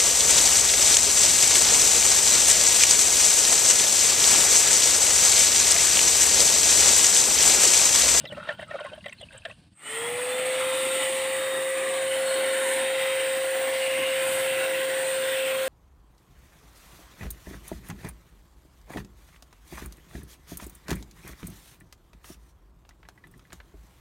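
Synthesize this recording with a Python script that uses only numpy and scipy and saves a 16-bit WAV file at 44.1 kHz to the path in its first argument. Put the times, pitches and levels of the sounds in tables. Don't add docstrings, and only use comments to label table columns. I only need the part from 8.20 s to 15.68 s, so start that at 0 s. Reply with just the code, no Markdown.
import sys
import numpy as np
from scipy import signal
from scipy.io import wavfile
from scipy.ndimage import uniform_filter1d

SR = 44100
rng = np.random.default_rng(int(sys.argv[2]) if len(sys.argv) > 2 else 0)


def nominal_scale(level):
    x = np.asarray(level, float) / 20
    return 10 ** x


def persist_wave(psi):
    counts = np.round(np.clip(psi, -1, 1) * 32767).astype(np.int16)
    wavfile.write(sys.argv[1], SR, np.atleast_2d(counts).T)


N = 329868
TIME = np.arange(N) / SR


def evened(x):
    return x / np.sqrt(np.mean(x ** 2) + 1e-20)


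def wander(x, size):
    return evened(uniform_filter1d(uniform_filter1d(x, size=size), size=size))


def read(points, hz):
    f, value = np.transpose(points)
    return np.interp(np.log(hz + 1), np.log(f + 1), value)


def shape(points, hz):
    power = nominal_scale(read(points, hz)) ** 2
    return power / power.sum()


def curves(rows, t):
    s, *columns = np.transpose(rows)
    return [np.interp(t, s, c) for c in columns]


def bell(x, centre, half_width):
    return np.exp(-((x - centre) / half_width) ** 2)


def bumps(rows, x):
    return sum(db * bell(x, centre, half) for centre, half, db in rows)


def add(mix, s, sound):
    part = mix[round(s * SR):][:len(sound)]
    part += sound[:len(part)]


def ring(x, hz, width):
    return signal.lfilter(*signal.iirpeak(hz, hz / width, SR), x)


def glide(x, hz, width):
    turn = np.exp(2j * np.pi * np.cumsum(hz) / SR)
    r = np.exp(-np.pi * width / SR)
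    smooth = signal.lfilter([(1 - r) ** 2], [1, -2 * r, r ** 2], x / turn + 1e-18)
    return 2 * (turn * smooth).real


def noise(layers, patchy_db, streak_db, flicker_db):
    frames, hz = N // 256 + 5, np.fft.rfftfreq(1024, 1 / SR)[:, None]
    a, b, patches, streaks = rng.standard_normal((frames, 513, 4)).T
    patches = evened(uniform_filter1d(uniform_filter1d(patches, size=8, axis=0), size=24, axis=1))
    streaks = evened(uniform_filter1d(uniform_filter1d(streaks, size=2, axis=0), size=90, axis=1))
    gusts = evened(uniform_filter1d(rng.standard_normal(frames), size=4))
    chance_db = patchy_db * patches + streak_db * streaks / (1 + (hz / 3500) ** 2) + flicker_db * gusts
    z = (a + 1j * b) * np.sqrt(layers(np.arange(frames) * 256 / SR, hz)) * nominal_scale(chance_db)
    return signal.istft(z, nperseg=1024, noverlap=768)[1][:N] * np.sqrt(3 / 2)


# time in seconds, offset in Hz.
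DRIFT_HZ = [(3.3, 0), (3.9, .9), (4.9, -.6), (5.3, -.2), (6, -1), (7.48, -1.3)]
FULL_HZ, LACK_HZ, SPIN_UP_S = 529.6, 130, 0.31


def shaft_hz(t):
    lack = LACK_HZ * np.exp(-(np.maximum(t, 1.4) - 1.6) / SPIN_UP_S)
    return FULL_HZ - lack + curves(DRIFT_HZ, t)[0]


FADE_IN_S, FADE_LENGTH_S, FADE_POWER = 1.506, 0.22, 2.73
HUM_LAW, ROAR_LAW, HISS_LAW, FIZZ_LAW = 4.2, 0.41, 0.2, 2.3
HISS_LEAD_S, HUM_LAG_S = 0.025, 0.053


def spin(t, law):
    fade = np.clip((t - FADE_IN_S) / FADE_LENGTH_S, 0, 1) ** FADE_POWER
    return fade * (shaft_hz(t) / FULL_HZ) ** law


# time in seconds, nearness in dB,
# ground-bounce notch in Hz, hose resonance in Hz, gun lowered from 0 to 1.
PAINTER = [(1.6, -3, 1620, 2105, 0), (2.35, -0.2, 1460, 2020, 0.3), (3, -2.5, 1500, 2016, 0.36),
           (3.35, -1.9, 1470, 1920, 0.4), (3.75, -1.3, 1340, 1995, 0), (4.15, 0.9, 1240, 2004, 0.1),
           (4.6, -0.5, 1190, 2055, 0.4), (5.3, -0.5, 1210, 1980, 0.76), (5.8, -0.5, 1234, 2116, 0.7),
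           (6.3, -0.3, 1150, 2050, 0.6), (6.6, -1.1, 1240, 1952, 1), (7.48, -0.5, 1130, 1906, 0.96)]
# frequency in Hz, density in dB per Hz.
ROAR_SPECTRUM = [(190, -34), (255, -6.5), (450, -7.5), (680, -4), (900, -8.5), (1060, -5.5), (1700, -2),
                 (2000, -1.5), (2400, -4), (3100, -6), (4000, -13), (5000, -23.5), (6200, -30), (7600, -45)]
# time in seconds, half width in seconds, gain in dB, pitch in Hz.
CAP_RINGS = [(2.32, .1, 5, 2800), (2.85, 0.13, 4, 3000), (4.1, 0.36, 3.5, 3000), (4.6, 0.11, 1, 2200),
             (4.9, 0.17, 5.5, 3180), (5.75, 0.21, 9, 2860), (6.36, 0.11, 12, 2720), (7.3, .2, 7.5, 2660),
             (7.1, 0.25, 8, 3560), (4.5, 0.18, 5, 960), (7.36, 0.066, 8.5, 1120), (6.6, 0.2, 4.5, 1500),
             (2.76, .25, -9, 1640), (3.7, .2, -5, 1450), (4.1, 0.23, 11, 4300)]
# time in seconds, half width in seconds, gain in dB.
SURGES = [
    (2.75, 0.45, 3.5),
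    (3.45, 0.12, -1.5),
    (4.75, 0.46, 2),
    (5.2, 0.12, -0.5),
    (6.3, 1, 2),
]
# frequency in Hz, half width in Hz, gain in dB.
HOSE_OVERTONES = [(839, 23, 13.5), (1370, 44, 3)]
# time in seconds, half width in seconds, gain in dB.
TURNS = [
    (2.72, 0.3, 5.5),
    (3.16, 0.026, 3),
    (4.5, 0.12, 5.5),
    (5.2, 0.23, 2),
    (6.12, 0.096, 4),
    (6.9, 0.15, 3.5),
]
ROAR_DB, TURN_ROAR = -33.5, 0.022
CAP_WIDTH_HZ = 110
OVERTONES_GONE_S, OVERTONES_FADING_S = 3.53, 0.21


def hose_power(t, hz):
    near_db, notch_hz, pipe_hz, _ = curves(PAINTER, t)
    level = nominal_scale(ROAR_DB + 0.77 * near_db + TURN_ROAR * bumps(TURNS, t)) * spin(t, ROAR_LAW)
    colour_db = 5.4 * bell(hz, pipe_hz, 55) - 7.9 * bell(hz, notch_hz, 90)
    for s, half, db, cap_hz in CAP_RINGS:
        colour_db += db * bell(t, s, half) * bell(hz, cap_hz, CAP_WIDTH_HZ)
    colour_db += bumps(SURGES, t) * np.clip(hz / 2500, 0, 1.5)
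    colour_db += bumps(HOSE_OVERTONES, hz) * np.clip((OVERTONES_GONE_S - t) / OVERTONES_FADING_S, 0, 1)
    return level ** 2 * shape(ROAR_SPECTRUM, hz) * nominal_scale(colour_db) ** 2


# frequency in Hz, density in dB per Hz.
HISS_SPECTRUM = [(5500, -28), (6500, -20), (7200, -7), (7700, -8), (8300, 3), (9200, -0.5), (9800, -9.5),
                 (11000, -36)]
TOP_SPECTRUM = [(9000, -35), (9900, 6), (11300, 1), (12300, -11), (13500, -26), (14500, -22)]
FIZZ_SPECTRUM = [(11200, -16.5), (12300, -24), (13100, -8.5), (14100, -11), (15380, -3.5), (15500, -15),
                 (15640, -49), (16000, -100)]
# time in seconds, half width in seconds, gain in dB.
FANS = [
    (2.0, 0.3, 2.5),
    (2.65, 0.32, 7),
    (4.15, 0.22, 5),
    (4.5, 0.13, 7),
    (4.85, 0.077, 3),
    (6.15, 0.22, 10),
    (6.75, 0.25, -8),
]
# time in seconds, echo delay in ms.
GAP_MS = [(1.8, .832), (2.05, .724), (2.34, .726), (2.53, .815), (2.8, 1.155), (2.94, 1.092), (3.13, .936),
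          (3.29, .88), (3.52, .972), (3.69, .976), (3.9, 1.056), (4.15, 1.11), (4.29, 1.196), (5.45, 1.196),
          (5.63, 1.276), (6.05, 1.665), (6.66, 1.17), (7.05, 1.08), (7.48, 1.24)]
HISS_DB, TOP_DB, FIZZ_DB = -38, -50, -47.5
LOWERED_HISS_DB, LOWERED_TOP_DB, LOWERED_FIZZ_DB = -2, -2.5, 6
WHISTLE_HZ, WHISTLE_DB, WHISTLE_GONE_S = 8200, 13, 0.14
FAN_EDGE_HZ, FAN_EDGE, FAN_FIZZ = 12100, 0.45, 0.1
SHOULDER_HZ, SHOULDER_DB = 13500, -9
ECHO_SHARE, ECHO_LOST_PER_DB, ECHO_LOST_LOWERED = 0.39, 0.008, 0.2
ECHO_LOW_HZ, ECHO_TOP_HZ = 6800, 12200


def jet_power(t, hz):
    lowered = curves(PAINTER, t)[3]
    turn_db, fan_db = bumps(TURNS, t), bumps(FANS, t)
    hiss = nominal_scale(HISS_DB + turn_db + LOWERED_HISS_DB * lowered) * spin(t + HISS_LEAD_S, HISS_LAW)
    top = nominal_scale(TOP_DB + fan_db + LOWERED_TOP_DB * lowered) * spin(t, FIZZ_LAW)
    fizz = nominal_scale(FIZZ_DB + FAN_FIZZ * fan_db + LOWERED_FIZZ_DB * lowered) * spin(t, FIZZ_LAW)

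    starting = np.exp(-np.maximum(t - FADE_IN_S, 0) / WHISTLE_GONE_S)
    hiss = hiss * nominal_scale(starting * (WHISTLE_DB * bell(hz, WHISTLE_HZ, 250) - 8.3))
    top = top * nominal_scale(FAN_EDGE * fan_db * bell(hz, FAN_EDGE_HZ, 600))
    narrowing = 1.5 - 1.5 * lowered - 0.082 * fan_db
    fizz = fizz * nominal_scale(SHOULDER_DB * narrowing * bell(hz, SHOULDER_HZ, 700))

    share = np.clip(ECHO_SHARE - ECHO_LOST_PER_DB * turn_db - ECHO_LOST_LOWERED * lowered, 0, 1)
    band = 1 / (1 + (hz / ECHO_TOP_HZ) ** 6) / (1 + (ECHO_LOW_HZ / (hz + 1)) ** 8)
    echo = share * band * np.cos(2 * np.pi * hz * curves(GAP_MS, t)[0] / 1000)
    jet = hiss ** 2 * shape(HISS_SPECTRUM, hz) + top ** 2 * shape(TOP_SPECTRUM, hz)
    jet = jet + fizz ** 2 * shape(FIZZ_SPECTRUM, hz)
    return jet * nominal_scale(11 * echo) ** 2


# frequency in Hz, density in dB per Hz.
RUMBLE_SPECTRUM = [(20, -26), (40, -33), (65, -20), (110, 7), (150, 4), (190, 2.5), (215, -24),
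                   (280, -19.5)]
# time in seconds, half width in seconds, gain in dB.
RUMBLE_SWELLS = [
    (1.85, 0.53, 6),
    (5, .4, 0),
    (6.25, 0.5, 5.5),
]
BLOWER_DB = -56.5


def air():
    def layers(t, hz):
        rumble = nominal_scale(BLOWER_DB + bumps(RUMBLE_SWELLS, t)) * spin(t, 0)
        return rumble ** 2 * shape(RUMBLE_SPECTRUM, hz) + hose_power(t, hz) + jet_power(t, hz)
    return noise(layers, patchy_db=1.64, streak_db=1.87, flicker_db=0.61)


# shaft order, level in dB under the hum.
OVERTONES = [(2, -25.5), (3, -27.5)]
# time in seconds, half width in seconds, gain in dB.
GLIMPSES = [(1.77, .16, 15), (2.17, .1, 14), (2.5, .12, 12), (2.78, .14, 13), (3.3, .26, 13.5),
            (3.85, .17, 8), (4.25, .22, 13), (4.75, .3, 13.5), (5.12, .1, 7), (6.45, .1, 7), (6.9, .12, 6),
            (7.38, .2, 7)]
HUM_DB, WHINE_DB, OVERTONE_WOBBLE_RAD = -27, -56.5, 0.9


def turbine():
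    turn = 2 * np.pi * np.cumsum(shaft_hz(TIME)) / SR
    waver = [wander(w, 900) for w in rng.standard_normal((2, N))]
    hum = np.sin(turn)
    for k, db in OVERTONES:
        hum += nominal_scale(db - 0.5 + 5.2 * waver[1]) * np.sin(k * turn + k + OVERTONE_WOBBLE_RAD * waver[0])
    hum *= nominal_scale(HUM_DB + curves(PAINTER, TIME)[0] + 0.12 * waver[0]) * spin(TIME - HUM_LAG_S, HUM_LAW)
    whine = np.sin(7 * turn + 0.25 * waver[0])
    whine *= nominal_scale(WHINE_DB + bumps(GLIMPSES, TIME) + 2.7 * waver[1]) * spin(TIME + HISS_LEAD_S, 0)
    return np.sqrt(2) * (hum + whine)


PIPE_DB, PIPE_WIDTH_HZ, PIPE_LOWERED_DB = -50, 24, 3


def whistle():
    near_db, _, pipe_hz, lowered = curves(PAINTER, TIME)
    tone = evened(glide(rng.standard_normal(N), pipe_hz, PIPE_WIDTH_HZ))
    return nominal_scale(PIPE_DB + near_db + PIPE_LOWERED_DB * lowered) * spin(TIME - HUM_LAG_S, ROAR_LAW) * tone


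def body(x, modes):
    out = 0
    for k, (hz, width, db) in enumerate(modes):
        out = out + (-1) ** k * nominal_scale(db) * ring(ring(x, hz, 2 * width), hz, width)
    return out


# frequency in Hz, width in Hz, level in dB.
TIN_MID = [(1070, 92, -5), (1360, 64, -11), (1500, 46, -3), (1800, 100, 0), (2020, 430, -5.5)]
TIN_TOP = [(2350, 84, -10), (2716, 89, -4.5), (3110, 360, -6.5), (3400, 52, -7), (3640, 300, -9)]
# time in seconds,
# peak in dB, wall pitch in Hz, clang in dB, mode under the blow in Hz.
SIDE_KNOCKS = [(0.123, -30.5, 585, -5.5, 1920), (0.174, -30.5, 595, -13, 1460), (0.228, -57, 667, 14, 1360),
               (0.307, -29, 582, -4, 1350), (0.393, -35, 670, -7, 1800), (0.426, -31, 608, -7, 2050),
               (0.493, -49, 615, 6, 1310), (0.51, -29, 626, -1.5, 1850), (0.543, -25.5, 597, -13, 2220),
               (0.553, -22.5, 552, -22, 1230), (0.589, -36.5, 664, 3.5, 1430),
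               (0.649, -28.5, 598, -7, 1800), (0.658, -35, 627, 2.5, 1070), (1.104, -62, 650, 12, 1570),
               (1.131, -49, 540, 5, 2080)]
TIP_KNOCKS = [(0.042, -31.5, 574, -15, 1510), (0.054, -32.5, 610, -1.5, 1990), (0.101, -41, 605, -16, 1740),
              (0.289, -25.5, 620, -3.5, 1630), (0.608, -28.5, 593, -10, 1390), (0.718, -35, 570, -22, 1520),
              (0.73, -31.5, 604, -22, 1460), (0.778, -38, 610, -22, 1060), (0.842, -54, 620, 16, 2080),
              (0.86, -30, 588, 0, 1970), (0.883, -41, 587, -1, 1800), (0.892, -56, 603, 8, 2100),
              (0.924, -61, 522, 24.5, 2050), (1.012, -39.5, 660, -7, 2040), (1.027, -37, 588, -24, 2030),
              (1.146, -41.5, 540, -8, 1250), (1.252, -33, 640, 6, 1630), (1.282, -42, 517, -8, 1440),
              (1.297, -39, 635, -2.5, 1950), (1.312, -46, 610, -10, 2350)]
SIDE_TOP_DB, TIP_TOP_DB = -23, -0.5


def knocks():
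    out, t = np.zeros(N), TIME[:4000]
    contact = (t / 0.0045 * np.exp(1 - t / 0.0058)) ** 2
    clang = (1 - np.exp(-t / 0.0014)) ** 2 * np.exp(-t / 0.007)
    blows = [(*row, SIDE_TOP_DB) for row in SIDE_KNOCKS] + [(*row, TIP_TOP_DB) for row in TIP_KNOCKS]
    rattles = rng.standard_normal((len(blows), 4000))
    for (s, db, hz, mid_db, spot_hz, top_db), rattle in zip(blows, rattles):
        wall = contact * np.sin(2 * np.pi * hz * t) + 7.3 * ring(rattle * contact, hz * 1.03, 60)
        spot = 2.5 * ring(ring(rattle * clang, spot_hz, 160), spot_hz, 90)
        middle = spot + body(rattle * clang, TIN_MID)
        upper = body(rattle * clang ** 2, TIN_TOP)
        parts = [(0, wall), (mid_db, middle), (mid_db + top_db, upper)]
        add(out, s - 0.003, sum(nominal_scale(db + level_db) * p / abs(p).max() for level_db, p in parts))
    return signal.sosfilt(signal.butter(2, 5500, fs=SR, output="sos"), out)


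# start in seconds, length in seconds, pressure in dB,
# pressure change in dB, brightness in dB.
STROKES = [(0, 0.033, -50, -6, 1), (.125, 0.018, -50, -2, -6), (.165, 0.043, -44.5, 1, -18),
           (0.239, 0.09, -41.5, 4, -17.5), (0.413, 0.02, -42.5, -6, -6), (0.503, 0.063, -45, -2, -11),
           (.59, 0.026, -44.5, 0, -21), (0.645, 0.055, -46, -2, -9), (0.731, 0.022, -53.5, 0, -7),
           (0.786, 0.037, -59, -13, -1), (0.854, 0.23, -64.5, -4.5, 6), (1.122, 0.058, -54.5, 3, -4.5),
           (1.237, 0.077, -65.5, 7.5, 6), (1.333, 0.11, -71, -1, 4)]
STROKE_RISE_DB_S, STROKE_FALL_DB_S = 505, 547


def strokes(brightness):
    out = np.zeros(N)
    for s, length, db, change_db, bright_db in STROKES:
        edge_db = STROKE_RISE_DB_S * np.maximum(s - TIME, 0)
        edge_db += STROKE_FALL_DB_S * np.maximum(TIME - s - length, 0)
        held_db = db + brightness * bright_db + change_db * np.clip((TIME - s) / length, 0, 1)
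        out += nominal_scale(held_db - np.minimum(edge_db, 200))
    return out


# time in seconds, low mode in Hz.
STICK_HZ = [(0, 1510), (.11, 1500), (.17, 1300), (.44, 1530), (.48, 1320), (.69, 1510), (.8, 1610),
            (1.35, 1580)]
STICK_HIGH_HZ, STICK_WANDER = 2864, 0.053
GRIT_DB, GRIT_HZ = -11.5, 8700


def scrape():
    lumps = [nominal_scale(3.3 * evened(uniform_filter1d(w, size=400))) for w in rng.standard_normal((3, N))]
    slips = (rng.random(N) < 5500 / SR) * nominal_scale(1.9 * rng.exponential(1, N))
    slips = slips * rng.choice([-1, 1], N)
    low_hz = curves(STICK_HZ, TIME)[0]
    high_hz = STICK_HIGH_HZ * (1 + STICK_WANDER * wander(rng.standard_normal(N), 2000))
    low = evened(glide(slips, low_hz, 230)) + 0.44 * evened(body(slips, TIN_MID))
    low += 0.65 * evened(ring(slips, 920, 220))
    low += 0.48 * evened(ring(ring(slips, 560, 160), 640, 80))
    high = 0.66 * evened(glide(slips, high_hz, 160)) + evened(body(slips, TIN_TOP))
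    low, high = signal.sosfilt(signal.butter(2, 5000, fs=SR, output="sos"), [low, high])
    grit = slips + 3.5 * rng.standard_normal(N)
    for width_hz in (2100, 3200, 4020):
        grit = ring(grit, GRIT_HZ, width_hz)
    gains = strokes(0), strokes(0.56), nominal_scale(GRIT_DB) * strokes(0.83)
    return sum(gain * evened(x * lump) for gain, x, lump in zip(gains, (low, high, grit), lumps))


# time in seconds, peak in dB, pitch in Hz.
TICKS = [(0.0574, -44, 5330), (0.1276, -45, 8400), (0.2944, -59, 8100), (0.402, -52, 9050),
         (0.4294, -49, 8790), (0.4813, -50, 8250), (0.5237, -62.5, 8470), (0.599, -47, 8450),
         (0.6659, -46, 8700), (0.7487, -54, 8900), (0.8096, -65, 8260), (0.8594, -47, 8440),
         (0.8819, -48, 8140), (0.8939, -47, 6000), (0.9294, -43, 8000), (1.0144, -43, 8370),
         (1.1336, -46, 8460), (1.1777, -38.5, 8200), (1.254, -46, 8200), (1.286, -51, 8400),
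         (1.3124, -60, 6210), (1.3239, -62, 8960)]
SNAPS = [
    (0.394, -34, 1840),
    (0.883, -37, 3140),
    (0.895, -36, 2130),
    (1.1055, -42, 1600),
    (1.2835, -50, 1600),
    (1.3112, -34, 2680),
]
# time in seconds, peak in dB.
CLICKS = [(0.0535, -37), (0.1705, -54), (0.251, -56), (0.2895, -47), (0.3945, -46), (0.5107, -48),
          (0.599, -54), (0.647, -48), (0.8046, -58), (0.8585, -46), (0.8815, -50), (0.895, -46),
          (0.921, -50), (0.929, -46), (1.011, -52), (1.2535, -37), (1.2605, -50), (1.3119, -43)]
TICK_S, SNAP_S, CLICK_S, CLICK_TOP_HZ = 0.002, 0.00106, 0.0005, 4500


def ticks():
    out, t = np.zeros(N), TIME[:900]
    rows = [(*row, TICK_S) for row in TICKS] + [(*row, SNAP_S) for row in SNAPS]
    for (s, db, hz, decay_s), snap in zip(rows, rng.standard_normal((len(rows), 900))):
        tick = snap * t * np.exp(-t / decay_s)
        for width in (0.1, 0.2, 0.25, 0.3):
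            tick = ring(tick, hz, width * hz)
        add(out, s - decay_s, nominal_scale(db) * tick / abs(tick).max())
    colour = signal.butter(2, [900, CLICK_TOP_HZ], "band", fs=SR)
    for (s, db), snap in zip(CLICKS, rng.standard_normal((len(CLICKS), 900))):
        click = signal.lfilter(*colour, snap * np.exp(-t / CLICK_S))
        add(out, s, nominal_scale(db) * click / abs(click).max())
    return out


# time in seconds, peak in dB, length in seconds.
PUFFS = [(0.053, -61, .004), (0.068, -56, .007), (0.124, -59, .010), (0.1705, -62, .003),
         (0.216, -69, .004), (0.251, -66, .006), (0.33, -61, .009), (0.4015, -61, .007),
         (0.453, -68, .006), (0.516, -64, .007), (0.599, -63, .005), (0.657, -69, .005),
         (0.751, -64, .004), (0.8435, -67, .005), (0.859, -62, .006), (0.881, -57, .003),
         (0.929, -59, .005), (0.983, -72, .004), (1.011, -66, .007), (1.122, -66, .005),
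         (1.151, -65, .008), (1.229, -71, .003), (1.26, -64, .012)]
# time in seconds, peak in dB, pitch in Hz.
PINGS = [(0.0538, -42, 3150), (0.0545, -30.5, 590), (0.135, -37, 590), (0.148, -45, 2700),
         (0.229, -34, 1360), (0.2922, -20.5, 1775), (0.3945, -32, 620), (0.404, -42, 3080),
         (0.4863, -39, 1320), (0.5102, -43, 2620), (0.5557, -36, 1230), (0.6053, -38, 3110),
         (0.6295, -42, 2650), (0.675, -40, 1060), (0.6983, -42, 2530), (0.8086, -44, 2830),
         (0.9258, -33.5, 2700), (0.9842, -53, 2600), (1.0874, -44, 2600), (1.1633, -49, 2680),
         (1.2201, -47, 2650), (1.237, -53, 2700), (1.2965, -47, 2650), (1.303, -42, 1100),
         (1.262, -35, 600), (1.2985, -44, 623), (0.719, -37, 597), (0.428, -38, 1720), (0.6, -34, 1080),
         (0.535, -42, 2250)]
PUFF_HZ, PING_RISE_S, PING_DECAY_S = 15200, 0.001, 0.0049


def puffs_and_pings():
    out, t = np.zeros(N), TIME[:2500]
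    for (s, db, length), hiss in zip(PUFFS, rng.standard_normal((len(PUFFS), 2500))):
        puff = hiss * t * np.exp(-t / max(length, 0.001))
        puff = ring(ring(puff, PUFF_HZ, 1800), PUFF_HZ, 3000)
        add(out, s - 0.002, nominal_scale(db) * puff / abs(puff).max())
    shell = (1 - np.exp(-(t / PING_RISE_S) ** 2)) * np.exp(-t / PING_DECAY_S)
    for (s, db, hz), turn in zip(PINGS, rng.random((len(PINGS), 2))):
        pair = np.sin(2 * np.pi * (hz * t + turn[0]))
        pair += 0.36 * np.sin(2 * np.pi * (hz * 0.92 * t + turn[1]))
        add(out, s - 0.001, nominal_scale(db) * 1.4 * shell * pair)
    return out


# time in seconds, peak in dB, pitch in Hz, length in seconds.
CHIRPS = [
    (0.068, -35, 3900, 0.016),
    (0.078, -37, 3500, 0.025),
    (0.095, -38, 2980, 0.039),
    (0.728, -35, 3150, 0.02),
    (0.973, -47, 4200, 0.042),
    (0.994, -41, 3380, 0.049),
    (1.024, -37, 3000, 0.025),
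]


def bird():
    out = np.zeros(N)
    for (s, db, hz, length), rasp in zip(CHIRPS, rng.standard_normal((len(CHIRPS), 4000))):
        t = TIME[:int(np.clip(length * SR, 100, 4000))]
        rasp = wander(rasp, 90)[:len(t)]
        tone = np.sin(2 * np.pi * hz * (1.03 * t - 0.04 * t ** 2 / length) + 0.9 * rasp)
        add(out, s, nominal_scale(db - 4) * np.hanning(len(t)) * (1 + 0.45 * rasp) * tone)
    return out


# frequency in Hz, density in dB per Hz.
WASH_SPECTRUM = [(45, -4), (110, -2), (170, -4), (300, -11), (460, -21), (1500, -30.5), (3300, -25),
                 (4700, -26.5), (5800, -36.5), (7300, -38), (8700, -28.5), (10500, -38), (11200, -54),
                 (15400, -47)]
# time in seconds, gain in dB.
YARD_FADE = [
    (0, 7.1),
    (1.33, 4.3),
    (1.42, 2.5),
    (1.49, 1),
    (1.54, -8),
    (1.6, -20),
    (1.71, -66),
]
WASH_DB = -59.5


def yard():
    def layers(t, hz):
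        return shape(WASH_SPECTRUM, hz) * nominal_scale(WASH_DB + curves(YARD_FADE, t)[0]) ** 2
    return noise(layers, patchy_db=1.5, streak_db=3.5, flicker_db=2.4)


def scene():
    sprayer = turbine() + air() + whistle()
    tin = knocks() + scrape() + ticks() + puffs_and_pings()
    ground = np.concatenate([np.zeros(70), tin[:-70]])
    return np.tile(sprayer + tin + 0.12 * ground + bird() + yard(), (2, 1))


def low_pass(x):
    return signal.sosfilt(signal.butter(12, 15640, fs=SR, output="sos"), x)


def record(dry):
    low_cut = signal.butter(2, 75, "high", fs=SR, output="sos")
    top_cut = signal.ellip(14, 0.3, 90, 15500, fs=SR, output="sos")
    mix = signal.sosfilt(np.vstack([low_cut, top_cut]), dry)
    return low_pass(mix)


dry = scene()
out = record(dry)
persist_wave(out)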